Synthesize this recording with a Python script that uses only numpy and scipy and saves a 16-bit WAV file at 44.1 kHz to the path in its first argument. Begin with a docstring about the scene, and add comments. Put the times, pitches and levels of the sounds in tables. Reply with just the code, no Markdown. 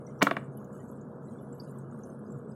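"""An air stone bubbles in a plastic hydroponic reservoir, in a small room with a faint hiss.
From the start the pump hums, large bubbles churn low in the tank and tiny ones burst at the
surface in clusters: fizz, faint tinkles, clear pops. At 0.21 s a plastic part clicks into place,
its contacts ringing its modes, with a bright snap from the catch. It rattles three times from
0.27 to 0.37 s and the room answers. Pump and water run on to the end at 2.55 s."""
import sys
import numpy as np
from scipy import signal
from scipy.fft import rfft, irfft, next_fast_len
from scipy.io import wavfile
from scipy.ndimage import uniform_filter1d, map_coordinates

SR = 44100
rng = np.random.default_rng(int(sys.argv[2]) if len(sys.argv) > 2 else 0)


def generate_wav(sig):
    """Save sig (samples, or channels by samples) to the path in sys.argv[1] as 16-bit PCM at SR."""
    pcm = np.round(np.clip(np.atleast_2d(sig).T, -1, 1) * 32767).astype(np.int16)
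    wavfile.write(sys.argv[1], SR, pcm)


N = 112454

# low 136 Hz hum, with chance swells and dips: time_s, level_db
LOW_HUM_LEVELS = [(0.0, -50), (0.27, -47.5), (0.33, -49), (0.53, -44), (0.62, -53), (1.25, -54),
                  (1.31, -61), (1.35, -50.5), (1.6, -50), (1.64, -60), (1.69, -45), (1.79, -44),
                  (2.31, -60), (2.37, -38), (2.42, -59), (2.55, -44.5)]
# pump and mains hum: pitch_hz, level_db
HUM_LINES = [(75.4, -69.5), (104.5, -62.5), (149.5, -55.5), (211, -54), (269.2, -64.5), (479.1, -56.5),
             (538.3, -61.5), (602.9, -69.5), (720, -70), (1438.5, -76)]
# churning water: freq_hz, density_db
CHURN_SPECTRUM = [(25, -49.5), (50, -32), (90, -15), (135, -3.5), (175, -3.5), (225, 1), (290, -6.5),
                  (420, -7), (520, -11.5), (570, -16.5), (640, -10), (700, -22), (800, -19), (1300, -21),
                  (1680, -30), (1760, -35.5), (1870, -52.5), (2300, -60), (4000, -78)]
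# bursting spray: time_s, level_db
SPRAY_LEVELS = [(0, -72.5), (0.149, -66.5), (.44, -75), (.51, -83), (.64, -71.5), (.91, -69), (1.0, -81.5),
                (1.199, -85.5), (1.329, -71), (1.46, -75), (1.559, -71.5), (1.78, -73), (1.851, -82.5),
                (2.051, -67), (2.159, -84.5), (2.33, -70.5), (2.41, -83), (2.55, -76.5)]
# tiny bubbles: freq_hz, density_db
FIZZ_SPECTRUM = [(3000, -21.5), (4300, -24), (5500, -9), (6300, -6.5), (7300, 4), (9500, 2.5), (11500, 3.5),
                 (12600, -15.5), (14500, -17), (15800, -22.5)]
# mid-sized bubbles: freq_hz, density_db
TINKLE_SPECTRUM = [(1900, 8), (2150, -0.5), (2500, -11.5), (2900, -2), (3500, -6.5), (4400, -14)]
# single clear bubbles: start_s, peak_db, pitch_hz, swell_cycles
CLEAR_POPS = [(0.064, -53, 5840, 14), (.07, -62.5, 2070, 19), (0.104, -67, 5690, 13), (0.19, -59, 5840, 14),
              (0.4426, -64.5, 7550, 7.5), (0.571, -48.5, 11280, 5.3), (.565, -72.5, 3000, 30),
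              (.642, -61, 15000, 6.7), (.643, -57, 6740, 5.3), (0.727, -61, 7090, 8.1),
              (.79, -66.5, 1900, 24), (.8, -59.5, 7060, 23), (0.9127, -58, 11250, 8.9),
              (1.0101, -57.5, 7010, 6.9), (1.277, -70.5, 3970, 36), (1.38, -68.5, 3460, 27),
              (1.5259, -53, 7530, 6.4), (1.598, -43.5, 4950, 6.8), (1.645, -60, 7680, 10),
              (1.676, -73, 3900, 25), (1.6945, -56.5, 9060, 9.1), (1.706, -57.5, 7400, 6.8),
              (1.712, -59, 11260, 4.8), (1.7844, -50.5, 8430, 4.1), (1.784, -63.5, 14600, 3.5),
              (1.91, -61, 7040, 9.6), (2.0338, -49, 6210, 8.5), (2.0971, -61, 6230, 12),
              (2.1907, -60, 10600, 7.1), (2.257, -73.5, 4910, 34), (2.3044, -60.5, 7550, 10),
              (2.32, -53.5, 7420, 8.3), (2.513, -66.5, 5000, 24)]
# contacts of the plastic part: start_s, level_db, band_centre_hz, band_width_octaves
PART_CONTACTS = [(0.2094, -27, 1110, 0.45), (0.2163, -12, 1180, 0.62), (.218, -30, 1753, 0.86),
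                 (0.2209, -6.5, 2200, 1.1), (0.2231, -10.5, 1000, .7), (0.2228, -10, 225.2, 0.33),
                 (.268, -8, 1352, .3), (0.2695, -16, 604, 2.4), (0.3102, -11, 1080, 1.25),
                 (.3665, -18, 1070, 1.17)]
# modes of the plastic: pitch_hz, level_db, t60_s
PLASTIC_MODES = [(205, -3.5, .07), (285, 4, 0.065), (344, -1.5, 0.058), (640.5, -1, 0.035), (690, -5, .04),
                 (940, -6, 0.023), (1085.7, 4, 0.02), (1355, 2, 0.016), (1624, 1.5, 0.012),
                 (1826, 8.5, 0.0078), (2215, 4, 0.015), (2884, 3.5, 0.0074), (3470, -9, 0.022),
                 (4770, -10, 0.0056)]
# contact noise: freq_hz, density_db
SCUFF_SPECTRUM = [(200, -6), (1500, -0.5), (3800, -1.5), (5200, -22), (9000, -18.5), (15000, -28.5)]
# snap of the catch: freq_hz, density_db
SNAP_SPECTRUM = [(1500, -4), (4000, -6.5), (5600, -6), (6800, -1), (8000, -8), (10000, -14.5),
                 (15000, -15.5)]
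# gaps between the plastic's resonances: centre_hz, width_hz
PLASTIC_NOTCHES = [(500, 46), (820, 146.6), (2560, 233), (3280, 90)]
# room decay: freq_hz, t60_s
ROOM_DECAY = [(200, .3), (1000, 0.27), (3000, 0.25), (6000, .2), (14000, .2)]
# room hiss: freq_hz, density_db
HISS_SPECTRUM = [(30, -1), (2000, -12), (5000, -6.5), (11000, -5), (13000, -20.5), (15500, -36.5)]


def amp(db):
    """Decibels to gain."""
    return 10 ** (np.asarray(db) / 20)


def unit(x):
    """Scale to rms 1."""
    return x / np.sqrt(np.mean(x ** 2) + 1e-20)


def decay(t, t60_s):
    """Exponential fall, 60 dB in t60_s."""
    return np.exp(-np.log(1000) * t / t60_s)


def along(points, hz):
    """Interpolate (freq_hz, value) points on a log axis."""
    freq_hz, values = np.transpose(points)
    return np.interp(np.log(hz + 1), np.log(freq_hz + 1), values)


def filtered(x, response):
    """Zero-phase filter with gain response(hz)."""
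    size = next_fast_len(len(x) + 8192)
    return irfft(rfft(x, size) * response(np.fft.rfftfreq(size, 1 / SR)), size)[:len(x)]


def coloured(x, spectrum):
    """Shape x by a spectrum; rms 1."""
    return unit(filtered(x, lambda hz: amp(along(spectrum, hz))))


def wobble(knots_per_s):
    """Smooth random curve."""
    return map_coordinates(rng.standard_normal(256), [np.arange(N) * knots_per_s / SR], mode="mirror")


def add(track, start_s, sound):
    """Mix a sound into a track."""
    part = track[max(round(start_s * SR), 0):][:len(sound)]
    part += sound[:len(part)]


def hum(low_hz=136, waver_db=2, drift_rad=.45):
    """Slightly unsteady pump and mains lines, plus a low hum with chance swells and dips."""
    t = np.arange(N) / SR

    def line(hz, rms_db):
        phase = 2 * np.pi * (hz * t + rng.random()) + drift_rad * wobble(3.9)
        return np.sqrt(2) * amp(rms_db) * np.sin(phase)

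    low_hum = line(low_hz, np.interp(t, *np.transpose(LOW_HUM_LEVELS)))
    return low_hum + sum(line(hz, db + waver_db * wobble(15)) for hz, db in HUM_LINES)


def bubble(t, hz, t60_s, rise, attack_s):
    """A ringing bubble; pitch climbs by the fraction rise per t60_s."""
    phase = 2 * np.pi * hz * t * (1 + rise * t / t60_s / 2)
    return np.sin(phase) * decay(t, t60_s) * (1 - np.exp(-(t / attack_s) ** 2))


def swarm(per_s, low_hz, high_hz, t60_cycles, attack_cycles, rise, spread_db, samples):
    """Random bubbles, roughly flat in spectrum; rms 1."""
    draws = rng.random((4000, 3))[:int(per_s * N / SR)]
    when, pitch, strength = draws.T[:, :, None]
    hz = low_hz * (high_hz / low_hz) ** pitch
    gain = hz * amp(spread_db * np.minimum(-np.log(1 - strength), np.pi))
    waves = gain * bubble(np.arange(samples) / SR, hz, t60_cycles / hz, rise, attack_cycles / hz)
    positions = ((when * N).astype(int) + np.arange(samples)) % N
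    return unit(np.bincount(positions.ravel(), waves.ravel(), N))


def churn(gurgle_db=-49.5, wash_db=-47):
    """Large bubbles from the air stone ring in the tank, over their own blur."""
    gurgle = swarm(per_s=700, low_hz=103.3, high_hz=2000, t60_cycles=20, attack_cycles=.7,
                   rise=.19, spread_db=4, samples=2600)
    wash = coloured(rng.standard_normal(N), CHURN_SPECTRUM)
    return amp(gurgle_db) * coloured(gurgle, CHURN_SPECTRUM) + amp(wash_db) * wash


def tank_echoes(x, t60_s=.027, rise_s=.001):
    """Dense, short echoes off the tank's walls smear x."""
    t = np.arange(SR // 16) / SR
    echoes = rng.standard_normal(len(t)) * decay(t, t60_s) * (1 - np.exp(-t / rise_s))
    return signal.fftconvolve(x, echoes)


def patchy(x, depth_db):
    """Random patches of gain in time and frequency."""
    spectra = signal.stft(x, nperseg=512)[2]
    field = rng.standard_normal(spectra.shape)
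    for _ in range(2):
        field = uniform_filter1d(uniform_filter1d(field, size=5, axis=0), size=7, axis=1)
    return signal.istft(spectra * amp(depth_db * unit(field)), nperseg=512)[1][:N]


def fizz(spray_db, offset_db=-2.5, spurt_db=3):
    """Tiny bubbles burst in clumps and quick spurts."""
    bubbles = swarm(per_s=1500, low_hz=3500, high_hz=15800, t60_cycles=25, attack_cycles=5,
                    rise=.03, spread_db=1, samples=900)
    clumps = patchy(tank_echoes(bubbles)[:N], depth_db=7.5)
    return amp(spray_db + offset_db + spurt_db * wobble(36)) * coloured(clumps, FIZZ_SPECTRUM)


def tinkles(spray_db, mean_db=-86.5, swell_share=.45):
    """Mid-sized bubbles ring longer and partly follow the spray's swells."""
    bubbles = swarm(per_s=150, low_hz=1900, high_hz=4400, t60_cycles=230, attack_cycles=25,
                    rise=.01, spread_db=3.5, samples=4400)
    level_db = mean_db + swell_share * (spray_db - spray_db.mean())
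    return amp(level_db) * coloured(bubbles, TINKLE_SPECTRUM)


def pop(hz, swell_cycles):
    """One bubble bursts: a short tone smeared by the tank; peak 1."""
    t = np.arange(SR // 16) / SR
    swell = t * hz / swell_cycles
    wave = tank_echoes(np.sin(2 * np.pi * hz * t) * swell ** 2 * np.exp(-swell ** 2))
    return wave / abs(wave).max()


def spray():
    """All bursts at the surface: fizz, tinkles, clear pops."""
    spray_db = np.interp(np.arange(N) / SR, *np.transpose(SPRAY_LEVELS))
    out = fizz(spray_db) + tinkles(spray_db)
    for start_s, peak_db, pitch_hz, swell_cycles in CLEAR_POPS:
        add(out, start_s, amp(peak_db) * pop(pitch_hz, swell_cycles))
    return out


def in_room(x, wet_db):
    """x plus the small room's tail; treble dies sooner."""
    hz, t, spectra = signal.stft(rng.standard_normal(SR // 2), SR, nperseg=256)
    tail = signal.istft(spectra * decay(t, along(ROOM_DECAY, hz)[:, None]), SR, nperseg=256)[1]
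    return x + amp(wet_db) * signal.fftconvolve(x, tail / np.linalg.norm(tail))[:N]


def contact(t, centre_hz, width_octaves, lag_s=.0017, attack_s=.00017, scuff_db=-30.5):
    """One contact rings a band of the plastic's modes, with a scuff of noise."""
    hz, mode_db, t60_s = np.transpose(PLASTIC_MODES)[:, :, None]
    age_s = np.maximum(t - lag_s * np.sqrt(500 / hz), 0)  # low bending waves arrive later
    band = np.exp(-.5 * (np.log2(hz / centre_hz) / width_octaves) ** 2)
    drive = amp(mode_db + rng.standard_normal(hz.shape)) * band
    pitch_hz = hz * (1 + .02 * rng.standard_normal(hz.shape))
    envelope = decay(age_s, t60_s) * (1 - np.exp(-age_s / attack_s))
    ring = (drive * np.sin(2 * np.pi * pitch_hz * age_s) * envelope).sum(0)
    scuff = coloured(rng.standard_normal(len(t)), SCUFF_SPECTRUM) * decay(t, t60_s=.074)
    return ring / abs(ring).max() + amp(scuff_db) * scuff


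def catch(t, buzz_db=-21.5):
    """The catch snaps; the housing buzzes on briefly."""
    buzz = rng.standard_normal(len(t)) * decay(t, t60_s=.17)
    snap = coloured(rng.standard_normal(len(t)), SNAP_SPECTRUM) * decay(t, t60_s=.027)
    return snap + amp(buzz_db) * buzz


def click(catch_s=.2263, catch_db=-20, low_cut_hz=150):
    """The plastic part seats and rattles; a microphone low-cut thins its bass."""
    out, t = np.zeros(N), np.arange(SR // 5) / SR
    for start_s, level_db, centre_hz, width_octaves in PART_CONTACTS:
        add(out, start_s, amp(level_db) * contact(t, centre_hz, width_octaves))
    add(out, catch_s, amp(catch_db) * catch(t))
    for notch_hz, width_hz in PLASTIC_NOTCHES:
        out = signal.lfilter(*signal.iirnotch(notch_hz, notch_hz / width_hz, SR), out)
    return signal.sosfilt(signal.butter(4, low_cut_hz, "high", fs=SR, output="sos"), out)


def scene(hiss_db=-88.5):
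    """Hum, water and click over the room's hiss; mono."""
    mix = hum() + churn() + in_room(spray(), wet_db=-11) + in_room(click(), wet_db=-14)
    hiss = coloured(rng.standard_normal(N), HISS_SPECTRUM)
    return (mix + amp(hiss_db) * hiss)[None]


def record(dry, top_hz=15900):
    """Steep low-pass at the recorder's band limit."""
    return np.array([filtered(x, lambda hz: 1 / np.sqrt(1 + (hz / top_hz) ** 240)) for x in dry])


dry = scene()
out = record(dry)
generate_wav(out)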